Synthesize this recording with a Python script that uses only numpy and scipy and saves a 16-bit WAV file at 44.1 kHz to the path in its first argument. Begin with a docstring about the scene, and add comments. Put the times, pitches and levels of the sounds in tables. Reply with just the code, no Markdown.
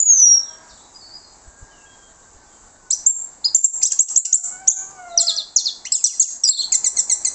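"""A long whistle falls over a soft hush: a caged thrush sings close by in a walled yard.
Its later glides, quick sweeps and low trill are gliding sines with overtones, coloured by the throat and echoed.
Far roosters and songbirds call, as gliding sines too; light wind, made of low noise, bumps the microphone.
The hush is a sum of noise bands; a limiter ducks the whole scene for a moment after the loudest notes."""
import sys
import numpy as np
from scipy import signal
from scipy.io import wavfile
from scipy.ndimage import uniform_filter1d, minimum_filter1d

SR = 44100
rng = np.random.default_rng(int(sys.argv[2]) if len(sys.argv) > 2 else 0)


def unload_audio(sound):
    """Save the sound as a 16-bit wav file, at the path given as the first command line argument."""
    columns = np.transpose(np.atleast_2d(sound))
    # keep every value between -1 and 1, then stretch to whole-number steps
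    steps = np.round(np.clip(columns, -1, 1) * 32767)
    wavfile.write(sys.argv[1], SR, steps.astype(np.int16))


def gain_from_db(level_db):
    """Convert decibel levels to linear amplitude factors (20 dB per decade)."""
    decades = np.asarray(level_db, float) / 20
    return 10 ** decades


N = 323694

# Levels in dB are relative: throat, echoes and later gains still act on them.

# Spectrum of the neighbourhood's hush. Each row: frequency in Hz, density in dB per Hz.
HUSH_SPECTRUM = [(12, -29), (20, -3), (145, -12), (247, -8), (477, -10.5), (555, -10.5), (615, -8.5),
                 (855, -5.5), (1160, -11.5), (1570, -13), (2820, -29.5), (5310, -18), (7390, -16.5),
                 (7970, 3), (8600, -18), (11200, -65), (18900, -120)]
# Course of the hush. Each row: time in seconds, level in dB.
HUSH_COURSE = [(0, -46), (1, -47), (3, -46.5), (5, -45), (6.4, -50), (6.8, -41.5), (7.34, -42)]

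# Throat and beak pass high tones best. Each row: frequency in Hz, gain in dB.
THROAT_RESPONSE = [(1500, -41.5), (2200, -35.5), (3000, -28.5), (3600, -21.5), (4200, -10.5), (5000, -11),
                   (6000, -4.5), (7000, -5.5), (7600, -0.5), (8050, -1), (8500, -12)]
# Echoes off the cage bars and floor; the last, at 11 ms, comes off a nearby wall. Each row: delay in seconds,
# signed gain.
CAGE_ECHOES = [(.0013, -0.79), (.0029, 0.15), (.0047, 0.031), (.0074, 0.042), (0.0111, .22)]
# Long falling whistle. Each row: time in seconds, pitch in Hz, level in dB.
WHISTLE_CURVE = [(0.002, 7040, 6.5), (0.065, 6830, -3), (0.178, 6070, 3.5), (0.194, 6080, 1),
                 (0.21, 5965, -11), (0.268, 5720, -5), (0.359, 5630, -2), (0.418, 5480, -28)]

# How each kind of note bends and swells: top_at and loud_at are shares of its length, end_ratio is
# end pitch over turning pitch, bend is an exponent, attack_db and fade_db are the rise and fall in dB.
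ARC_SHAPE = dict(top_at=0.34, end_ratio=0.71, bend=2.5, loud_at=0.19, attack_db=31.5, fade_db=23.5)
GLIDE_SHAPE = dict(top_at=0.67, end_ratio=0.96, bend=1.5, loud_at=0.51, attack_db=22, fade_db=14.5)
TICK_SHAPE = dict(top_at=.25, end_ratio=.53, bend=2.1, loud_at=.62, attack_db=8, fade_db=7)
HOOK_SHAPE = dict(top_at=0.14, end_ratio=0.41, bend=.62, loud_at=0.067, attack_db=19.5, fade_db=11)
SWELL_SHAPE = dict(top_at=1, end_ratio=1, bend=1.5, loud_at=0.99, attack_db=4.5, fade_db=13.5)
FAR_SHAPE = dict(top_at=.9, end_ratio=0.9, bend=0.86, loud_at=0.09, attack_db=0, fade_db=19)

# Thrush notes of each kind. Each row: start in seconds, length in seconds, start pitch in Hz,
# turning pitch in Hz, level in dB.
ARC_NOTES = [(3.439, .05, 3190, 5000, -6), (3.545, 0.023, 5850, 7390, 4), (3.642, 0.02, 6390, 7580, 6),
             (5.918, 0.027, 4215, 5410, -5.5)]
GLIDE_NOTES = [(3.062, 0.02, 6300, 7526, 6), (3.088, 0.021, 7180, 7490, -0.5),
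               (3.444, 0.0073, 7220, 6980, -11.5), (4.018, .013, 5770, 6110, -2),
               (4.187, 0.012, 7100, 7000, 6), (4.351, 0.0079, 7080, 7220, 10),
               (4.372, 0.0031, 4900, 5835, -3), (5.245, 0.0094, 3750, 4460, -10.5),
               (6.469, 0.018, 3800, 3640, -22.5), (6.434, 0.0052, 7620, 7960, -8.5),
               (6.446, 0.0076, 8030, 7960, -8.5), (6.468, .02, 7700, 7216, -16.5),
               (6.436, 0.0076, 2750, 2380, -14.5), (6.472, 0.0092, 2390, 2370, -27)]
TICK_NOTES = [(3.904, 0.021, 2975, 3250, -10), (4.075, .016, 3700, 3150, -13.5),
              (4.25, 0.0063, 2407, 3020, -3.5)]
HOOK_NOTES = [(5.92, 0.14, 3580, 4276, -22), (6.04, 0.11, 3750, 4460, -15), (6.2, 0.1, 4400, 4420, -16.5)]
SWELL_NOTES = [(3.815, 0.0059, 2060, 2500, -9), (3.927, 0.006, 1485, 1634, 3),
               (5.848, .037, 1591, 3162, -6)]
# Runs sung once and a second voice above a hook, one list each.
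# Each row: time in seconds, pitch in Hz, level in dB, overtone boost in dB.
RUN_CURVES = [
    [(2.902, 2780, -36.5, -12), (2.91, 3814, -14, 15), (2.92, 5000, -16, -4), (2.93, 5820, -8, -10),
     (2.94, 6110, -8, -18), (2.947, 6720, -36, -23)],
    [(3.822, 1623, -11, -11.5), (3.828, 2080, -15, 2), (3.833, 2494, -11, 10.5), (3.84, 3100, -10.5, 12.5),
     (3.85, 2980, -17, 15.5), (3.858, 3735, -10.5, 10), (3.864, 3864, -11, 12.5), (3.875, 5670, -9, -5)],
    [(4.672, 2577, -40, 17.5), (4.68, 3225, -13.5, 10.5), (4.687, 3565, -19, 37),
     (4.692, 3088, -75.5, 12.5), (4.697, 3616, -45, 37.5), (4.705, 3000, -14.5, 20), (4.72, 3463, -17, 4.5),
     (4.73, 3940, -19.5, 7)],
    [(6.04, 6770, -10, -45), (6.05, 5377, 2.5, -34), (6.058, 6220, -7.5, -40), (6.066, 4480, -7.5, -43)],
    [(6.197, 7690, -0.5, -37), (6.205, 6666, -3, -27), (6.222, 6450, -4, -34), (6.235, 4140, -17, -38)],
    [(6.434, 5380, -29, -26), (6.44, 5734, 1.5, -33), (6.45, 5000, -6.5, -45), (6.465, 4807, -11.5, -29),
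     (6.485, 4936, -14, -35), (6.489, 4860, -1.5, -44)],
    [(6.489, 4210, -8.5, 17), (6.494, 3784, -8, 21), (6.499, 3790, -18, 8.5)],
]
# Climbing chirp. Each row: time after its start in seconds, pitch in Hz, level in dB, overtone boost in dB.
CHIRP_CURVE = [(0, 2246, -33, 0.5), (.006, 3303, -7, 12.5), (.014, 3500, -36, 26.5),
               (.023, 3865, -22, 35.5), (.031, 5210, -2.5, -1)]
# Chirps sung. Each row: start in seconds, length in seconds, level in dB.
CHIRP_NOTES = [(3.986, .024, 0), (4.157, 0.026, -2), (4.323, .028, 4)]
# Falling sweeps. Each row: start in seconds, start pitch in Hz, attack in seconds, level in dB,
# overtone boost in dB.
FALL_NOTES = [(5.174, 6247, 0.0029, -1, 2), (5.26, 6185, 0.022, 3, -24.5),
              (5.361, 6320, 0.035, -2.5, -32.5), (5.56, 7400, 0.0023, -6.5, -15.5),
              (5.65, 5910, 0.013, -3, -33)]
# Turning points of the warble. Each row: time in seconds, pitch in Hz, level in dB, overtone boost in dB.
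WARBLE_TURNS = [(6.499, 3860, -11, -18), (6.516, 4483, -1, -4.5), (6.533, 3623, -1, -14.5),
                (6.557, 4534, -5, -35.5), (6.572, 3370, -8.5, -21), (6.592, 4113, -7, -35),
                (6.607, 4410, -12.5, -44.5), (6.624, 3025, -2.5, -21), (6.65, 4510, -16, -50),
                (6.662, 3760, -19.5, -33)]
# Trill notes. Each row: start in seconds, start pitch in Hz, held pitch in Hz, end pitch in Hz, level in dB.
TRILL_NOTES = [(6.72, 2647, 2066, 1670, -6.5), (6.843, 2418, 2002, 1735, -6.5),
               (6.967, 2357, 1984, 1693, -7.5), (7.097, 2308, 2014, 1772, -4.5),
               (7.248, 2545, 2025, 1997, -7)]
# Swelling of a trill note. Each row: share of its length, level in dB.
TRILL_SWELL = [(0, -2.5), (.12, 2), (.36, -9.5), (.58, -1), (.75, -3.5), (1, -11.5)]

# Overtones of each kind before the throat: dB of partial 1, 2, ..
ARC_DB, TICK_DB, HOOK_DB = [3.5, -29], [3.5, -5, 4], [2.5, 28.5]
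TRILL_DB, SWELL_DB, CHIRP_DB, RUN_DB = [2.5, -9.5, -4.5, 3.5], [2.5, -19.5, -22, -37.5], [1.5, -1.5, -21], [0, -4, -0.5]
HOOK_THINS_DB = -83.5  # change of the hook's overtone as it falls

# Long crows of far roosters. Each row: time in seconds, pitch in Hz, level in dB.
LOW_CROW_CURVE = [(0.03, 321, -67), (0.15, 319.4, -45.5), (0.3, 313.5, -52.5), (0.55, 321.3, -56.5),
                  (0.739, 323, -60)]
THIN_CROW_CURVE = [(1.448, 1610, -60.5), (1.8, 1627, -50.5), (2.101, 1577, -63), (2.4, 1548, -59),
                   (2.899, 1480, -58)]
# Each row: time in seconds, pitch in Hz, level in dB, overtone boost in dB.
HIGH_CROW_CURVE = [(4.23, 756, -59, 15.5), (4.318, 748, -43.5, 10.5), (4.45, 710, -41.5, 6.5),
                   (4.55, 742, -47, 16), (4.651, 771.4, -30, -3), (4.801, 766, -43.5, 7),
                   (4.92, 784, -45, -6), (5.018, 720, -37.5, 5), (5.098, 693, -32.5, -4),
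                   (5.181, 682, -23, -15), (5.269, 683, -28, 0), (5.32, 634, -59, 20),
                   (5.42, 626, -47.5, 1)]
LOW_CROW_DB, HIGH_CROW_DB = [-51.5, -3, 4, -6.5, -1, -28], [-2.5, -8.5, -19, -29]  # dB of partial 1, 2, ..
# Breath noise at the hoarse end of the first crow. Each row: time in seconds, level in dB.
BREATH_COURSE = [(.2, -68.5), (.32, -55), (.55, -55), (.72, -56), (.82, -84)]
# Short crow syllables. Each row: start in seconds, length in seconds, start pitch in Hz,
# end pitch in Hz, level in dB.
CLUCK_NOTES = [(3.95, 0.067, 1040, 1170, -46.5), (4.08, 0.06, 1200, 1230, -53.5),
               (4.42, 0.12, 1190, 1230, -47), (4.82, 0.18, 1130, 1200, -49.5),
               (5.24, 0.15, 1700, 1640, -51)]

# Far songbirds. Each row: start in seconds, length in seconds, start pitch in Hz,
# turning pitch in Hz, level in dB.
FAR_NOTES = [(0.12, 0.13, 4200, 3270, -45.5), (0.41, .13, 4145, 3194, -49), (0.69, 0.036, 5780, 3380, -46),
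             (0.692, 0.035, 4550, 4400, -52), (0.78, 0.046, 3330, 4120, -51),
             (0.83, 0.034, 4000, 3750, -52), (0.95, 0.053, 4840, 4970, -37.5),
             (1.015, 0.044, 4530, 4490, -39), (1.06, 0.073, 4400, 4630, -43),
             (1.12, 0.098, 4850, 4920, -38.5), (1.23, 0.066, 4400, 4200, -47.5),
             (1.7, 0.24, 3100, 2560, -62.5), (1.86, 0.25, 3285, 3230, -58), (2.45, 0.13, 3540, 3100, -65.5),
             (5.09, 0.14, 4210, 3370, -47.5)]

# Wind on the microphone. Each row: start in seconds (the peak comes 0.03 s later), level in dB.
WIND_BUMPS = [(0.501, -60), (0.702, -47), (1.446, -38), (1.597, -35), (2.328, -40.5), (2.596, -50)]

YARD_T60_S, YARD_DB, NEAR_T60_S, NEAR_DB = 0.39, -8.5, 0.035, -8  # echoes, relative to the song
SMOOTH_DB, ROUGH_DB, ROUGH_PER_S, JITTER_SHARE = 1.52, 3.5, 140, 0.001  # tremble of level and pitch
FALL_S, FALL_FLOOR_HZ, FALL_SINK_S, FALL_ATTACK_DB, FALL_FADE_DB = 0.058, 3100, 0.022, 25, 8.5
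FALL_OVERTONE_AT_S, FALL_OVERTONE_S = 0.038, 0.0049  # the overtone flares here, 1 dB down this far off
TRILL_S, TRILL_SETTLE_S, TRILL_HOLD_SHARE = 0.039, 0.007, 0.6
LIMIT_DB, HOLD_S, FALL_TIME_S, RECOVERY_TIME_S = 0, 0.072, 0.002, 0.003  # limiter
PORT_HZ, PORT_WIDTH_HZ, PORT_GAIN = 7686, 1580, 1.12  # resonance of the microphone port


def rms_one(x):
    """Normalisation: mean power becomes 1."""
    return x / np.sqrt(np.mean(x ** 2) + 1e-20)


def drift(rate_hz):
    """Low-passed noise: two equal poles leave slow random motion of rms 1."""
    r = np.exp(-2 * np.pi * rate_hz / SR)
    noise = rng.standard_normal(N + SR)
    return rms_one(signal.lfilter([1], [1, -2 * r, r * r], noise)[SR:])  # the first second settles the filter


def level(rows):
    """Envelope: gain along straight lines in dB over time."""
    s, db = np.transpose(rows)
    return gain_from_db(np.interp(np.arange(N) / SR, s, db))


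def notes(tables, partials_db, edge_s, wobble, flutter_db, throat=((1, 0), (2, 0)), rounding=0.04):
    """Source and filter: harmonics of a gliding, trembling pitch are weighted by the throat's response."""
    out = np.zeros(N)
    for s, hz, db, *overtone_db in tables:
        at = np.arange(max(round((s[0] - edge_s) * SR), 0), min(round((s[-1] + edge_s) * SR), N))
        t = at / SR
        # muscles round the glide over a share of the note
        pitch = uniform_filter1d(np.interp(t, s, hz), size=int(rounding * len(t)) + 1, mode="nearest")
        phase = 2 * np.pi * np.cumsum(pitch * (1 + wobble[at])) / SR
        edge = np.clip(np.minimum(t - s[0], s[-1] - t) / edge_s + 1, 0, 1) ** 2
        for k, partial_db in enumerate(partials_db):
            boost_db = (k > 0) * sum(overtone_db)
            swell = np.interp(t, s, gain_from_db((db + boost_db) / 2)) ** 2
            colour_db = partial_db + np.interp((k + 1) * pitch, *np.transpose(throat))
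            out[at] += edge * swell * gain_from_db(colour_db + flutter_db[at]) * np.sin((k + 1) * phase)
    return out


def echoes(x, t60_s):
    """Diffuse reverberation: convolution with exponentially dying noise of unit energy."""
    t = np.arange(SR) / SR
    tail = rng.standard_normal(SR) * gain_from_db(-60 * t / t60_s) * (t > 0.0006)
    return signal.fftconvolve(x, tail / np.sqrt(np.sum(tail ** 2)))[:N]


def bent(rows, top_at, end_ratio, bend, loud_at, attack_db, fade_db):
    """Frequency modulation: pitch eases to a turning point, then heads for its end; level swells and fades."""
    u = np.linspace(0, 1, num=25)
    top_at, loud_at = np.clip([top_at, loud_at], 0.02, 0.98)
    before = np.clip(1 - u / top_at, 0, 1)
    after = np.clip((u - top_at) / (1 - top_at), 0, 1)
    attack = np.clip(1 - u / loud_at, 0, 1) ** 2
    fade = np.clip((u - loud_at) / (1 - loud_at), 0, 1) ** 2
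    swell_db = -attack_db * attack - fade_db * fade
    curves = []
    for s, length, start_hz, top_hz, db in rows:
        pitch = top_hz * (1 - (1 - end_ratio) * after ** bend) + (start_hz - top_hz) * before ** 2
        curves.append((s + length * u, pitch, db + swell_db))
    return curves


def hush(patchy_db):
    """Spectral shaping: third-octave bands of noise add up, each flickering a little."""
    out, edges = 0, 18 * 2 ** np.arange(0, 9.2, 1 / 3)
    # neighbouring bands differ in noise and flicker
    white, flicker = rng.standard_normal((2, N)), [drift(5.7) for k in range(4)]
    hz, db = np.transpose(HUSH_SPECTRUM)
    for k, (low, high) in enumerate(zip(edges, edges[1:])):
        band = signal.sosfilt(signal.butter(2, [low, high], "band", fs=SR, output="sos"), white[k % 2])
        band_db = np.interp(np.log(low * high) / 2, np.log(hz), db)
        out = out + gain_from_db(band_db + patchy_db * flicker[k % 4]) * band
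    return level(HUSH_COURSE) * rms_one(out)


def breath_puffs(kinds):
    """Turbulence: each note sets in with a dying burst of high-passed noise."""
    onsets = np.zeros(N)
    for tables, _ in kinds:
        for s, hz, db, *overtone_db in tables:
            loudest_db = max(db + np.maximum(sum(overtone_db), 0))
            onsets[round(s[0] * SR)] += gain_from_db(loudest_db - 46.5)
    decay = np.exp(-1 / (0.002 * SR))
    puffs = signal.lfilter([1], [1, -decay], onsets) * rng.standard_normal(N)
    return signal.sosfilt(signal.butter(1, 3000, "high", fs=SR, output="sos"), puffs)


def thrush():
    """Modulation and reflection: notes tremble smoothly or harshly; cage, wall and yard echo them."""
    wobble = 0.002 * drift(40)
    hooks = [(s, hz, db, HOOK_THINS_DB * (s - s[0]) / (s[-1] - s[0]))
             for s, hz, db in bent(HOOK_NOTES, **HOOK_SHAPE)]
    whistles = [np.transpose(WHISTLE_CURVE)] + bent(GLIDE_NOTES, **GLIDE_SHAPE)
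    runs = [np.transpose(rows) for rows in RUN_CURVES]
    smooth = [(whistles, [0]), (bent(ARC_NOTES, **ARC_SHAPE), ARC_DB), (hooks, HOOK_DB), (warble(), [0, 0])]
    harsh = [(bent(TICK_NOTES, **TICK_SHAPE), TICK_DB), (trills(), TRILL_DB),
             (bent(SWELL_NOTES, **SWELL_SHAPE), SWELL_DB),
             (chirps(), CHIRP_DB), (falls(), [0, 0]), (runs, RUN_DB)]
    smooth_db, rough_db = SMOOTH_DB * drift(60), ROUGH_DB * drift(ROUGH_PER_S)
    jitter = wobble + JITTER_SHARE * drift(ROUGH_PER_S)
    song = sum(notes(*kind, 0.001, wobble, smooth_db, THROAT_RESPONSE) for kind in smooth)
    song += sum(notes(*kind, 0.001, jitter, rough_db, THROAT_RESPONSE) for kind in harsh)
    song += breath_puffs(smooth + harsh)
    cage = sum(gain * np.pad(song, (round(s * SR), 0))[:N] for s, gain in CAGE_ECHOES)
    song = gain_from_db(0.5) * (song + cage)
    return song + gain_from_db(NEAR_DB) * echoes(song, NEAR_T60_S) + gain_from_db(YARD_DB) * echoes(song, YARD_T60_S)


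def roosters():
    """Harmonic voices with unsteady pitch and breath noise, blurred by reverberation over distance."""
    wobble, flutter_db = 0.006 * drift(50), 3.0 * drift(25)
    thin = [np.transpose(THIN_CROW_CURVE)] + bent(CLUCK_NOTES, **SWELL_SHAPE)
    voices = [([np.transpose(LOW_CROW_CURVE)], LOW_CROW_DB),
              ([np.transpose(HIGH_CROW_CURVE)], HIGH_CROW_DB), (thin, [0])]
    crow = sum(notes(*voice, 0.02, wobble, flutter_db) for voice in voices)
    throat = signal.butter(2, [1150, 1850], "band", fs=SR, output="sos")
    breath = rms_one(signal.sosfilt(throat, rng.standard_normal(N)))
    crow = crow + level(BREATH_COURSE) * breath
    return gain_from_db(-2.5) * crow + gain_from_db(-9) * echoes(crow, 0.45)


def far_birds():
    """Ratio of direct to reverberant sound: distance leaves mostly reflections."""
    song = notes(bent(FAR_NOTES, **FAR_SHAPE), [0], 0.01, 0.005 * drift(60), 3.5 * drift(40))
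    return gain_from_db(-6) * song + gain_from_db(2.5) * echoes(song, 0.48)


def wind():
    """Amplitude modulation of low noise: short bell-shaped puffs and a faint, lumpy rumble."""
    t = np.arange(N) / SR
    puffs = sum(gain_from_db(db) * np.exp(-((t - s - 0.03) / 0.014) ** 2) for s, db in WIND_BUMPS)
    lumps = gain_from_db(-61 + 0.48 * drift(2)) * np.exp(-((t - 2.3) / 1.7) ** 4)
    rumble = signal.sosfilt(signal.butter(2, [16, 70], "band", fs=SR, output="sos"), rng.standard_normal(N))
    return rms_one(rumble) * (0.58 * puffs + lumps)


def chirps():
    """Frequency modulation along one climbing figure, broken off sooner or later."""
    t, hz, shape_db, over_db = np.transpose(CHIRP_CURVE)
    curves = []
    for s, length, db in CHIRP_NOTES:
        u = np.linspace(0, length, num=25)
        curves.append((s + u, np.interp(u, t, hz), db + np.interp(u, t, shape_db), np.interp(u, t, over_db)))
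    return curves


def falls():
    """Exponential relaxation: pitch sinks towards a floor while the level swells, then fades."""
    t = np.linspace(0, FALL_S, num=25)
    flare_db = -((t - FALL_OVERTONE_AT_S) / FALL_OVERTONE_S) ** 2
    curves = []
    for s, hz, attack_s, db, over_db in FALL_NOTES:
        pitch = FALL_FLOOR_HZ + (hz - FALL_FLOOR_HZ) * np.exp(-t / FALL_SINK_S)
        attack = np.clip(1 - t / attack_s, 0, 1) ** 2
        swell_db = db - FALL_ATTACK_DB * attack - FALL_FADE_DB * (t / FALL_S) ** 2
        curves.append((s + t, pitch, swell_db, over_db + flare_db))
    return curves


def warble():
    """Cosine modulation: pitch and level swing between turning points along half a cosine."""
    s, *columns = np.transpose(WARBLE_TURNS)
    t = np.linspace(s[0], s[-1], num=120)
    turn = np.interp(t, s, np.arange(len(s)))
    eased = np.floor(turn) + 0.5 - 0.5 * np.cos(np.pi * (turn % 1))
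    return [(t, *(np.interp(eased, np.arange(len(s)), c) for c in columns))]


def trills():
    """Relaxation to a held pitch that then sags, in low notes whose level swells twice."""
    u = np.linspace(0, 1, num=30)
    settle = np.exp(-u * TRILL_S / TRILL_SETTLE_S)
    sag = np.clip((u - TRILL_HOLD_SHARE) / (1 - TRILL_HOLD_SHARE), 0, 1)
    swell_db = np.interp(u, *np.transpose(TRILL_SWELL))
    curves = []
    for s, start_hz, held_hz, end_hz, db in TRILL_NOTES:
        pitch = held_hz + (start_hz - held_hz) * settle - (held_hz - end_hz) * sag
        curves.append((s + u * TRILL_S, pitch, db + swell_db))
    return curves


def scene():
    """Superposition: the pressures of all sources add at one microphone."""
    return (thrush() + far_birds() + roosters() + hush(patchy_db=1.87) + wind())[None]


def limiter(x):
    """Gain control: gain drops within milliseconds of a peak, holds, then springs back."""
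    hold = int(HOLD_S * SR)
    want_db = np.minimum(LIMIT_DB - 20 * np.log10(np.abs(x) + 1e-9), 0)
    held_db = minimum_filter1d(want_db, hold, origin=(hold - 1) // 2)  # looks back only
    fall, rise = np.exp(-1 / (FALL_TIME_S * SR)), np.exp(-1 / (RECOVERY_TIME_S * SR))
    fast_db = signal.lfilter([1 - fall], [1, -fall], held_db)
    slow_db = signal.lfilter([1 - rise], [1, -rise], held_db)
    return x * gain_from_db(np.minimum(fast_db, slow_db))  # the lower gain: quick to fall, slower to recover


def top_cut(x):
    """Nothing passes above the cut-off."""
    return signal.sosfilt(signal.butter(12, 9180, fs=SR, output="sos"), x)


def record(dry):
    """Resonance, low-pass filtering and saturation: port, top cut, limiter, overload, further cuts."""
    x = dry + PORT_GAIN * signal.lfilter(*signal.iirpeak(PORT_HZ, PORT_HZ / PORT_WIDTH_HZ, fs=SR), dry)
    x = signal.sosfilt(signal.cheby2(10, 60, 9461.885, fs=SR, output="sos"), x)
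    x = 0.88 * np.tanh(limiter(x) / 0.88)  # overload on what slips past the limiter
    x = signal.sosfilt(signal.cheby2(5, 32, 9620.8, fs=SR, output="sos"), x)
    x = signal.sosfilt(signal.butter(4, 9600, fs=SR, output="sos"), x)
    return top_cut(x)


dry = scene()
out = record(dry)
unload_audio(out)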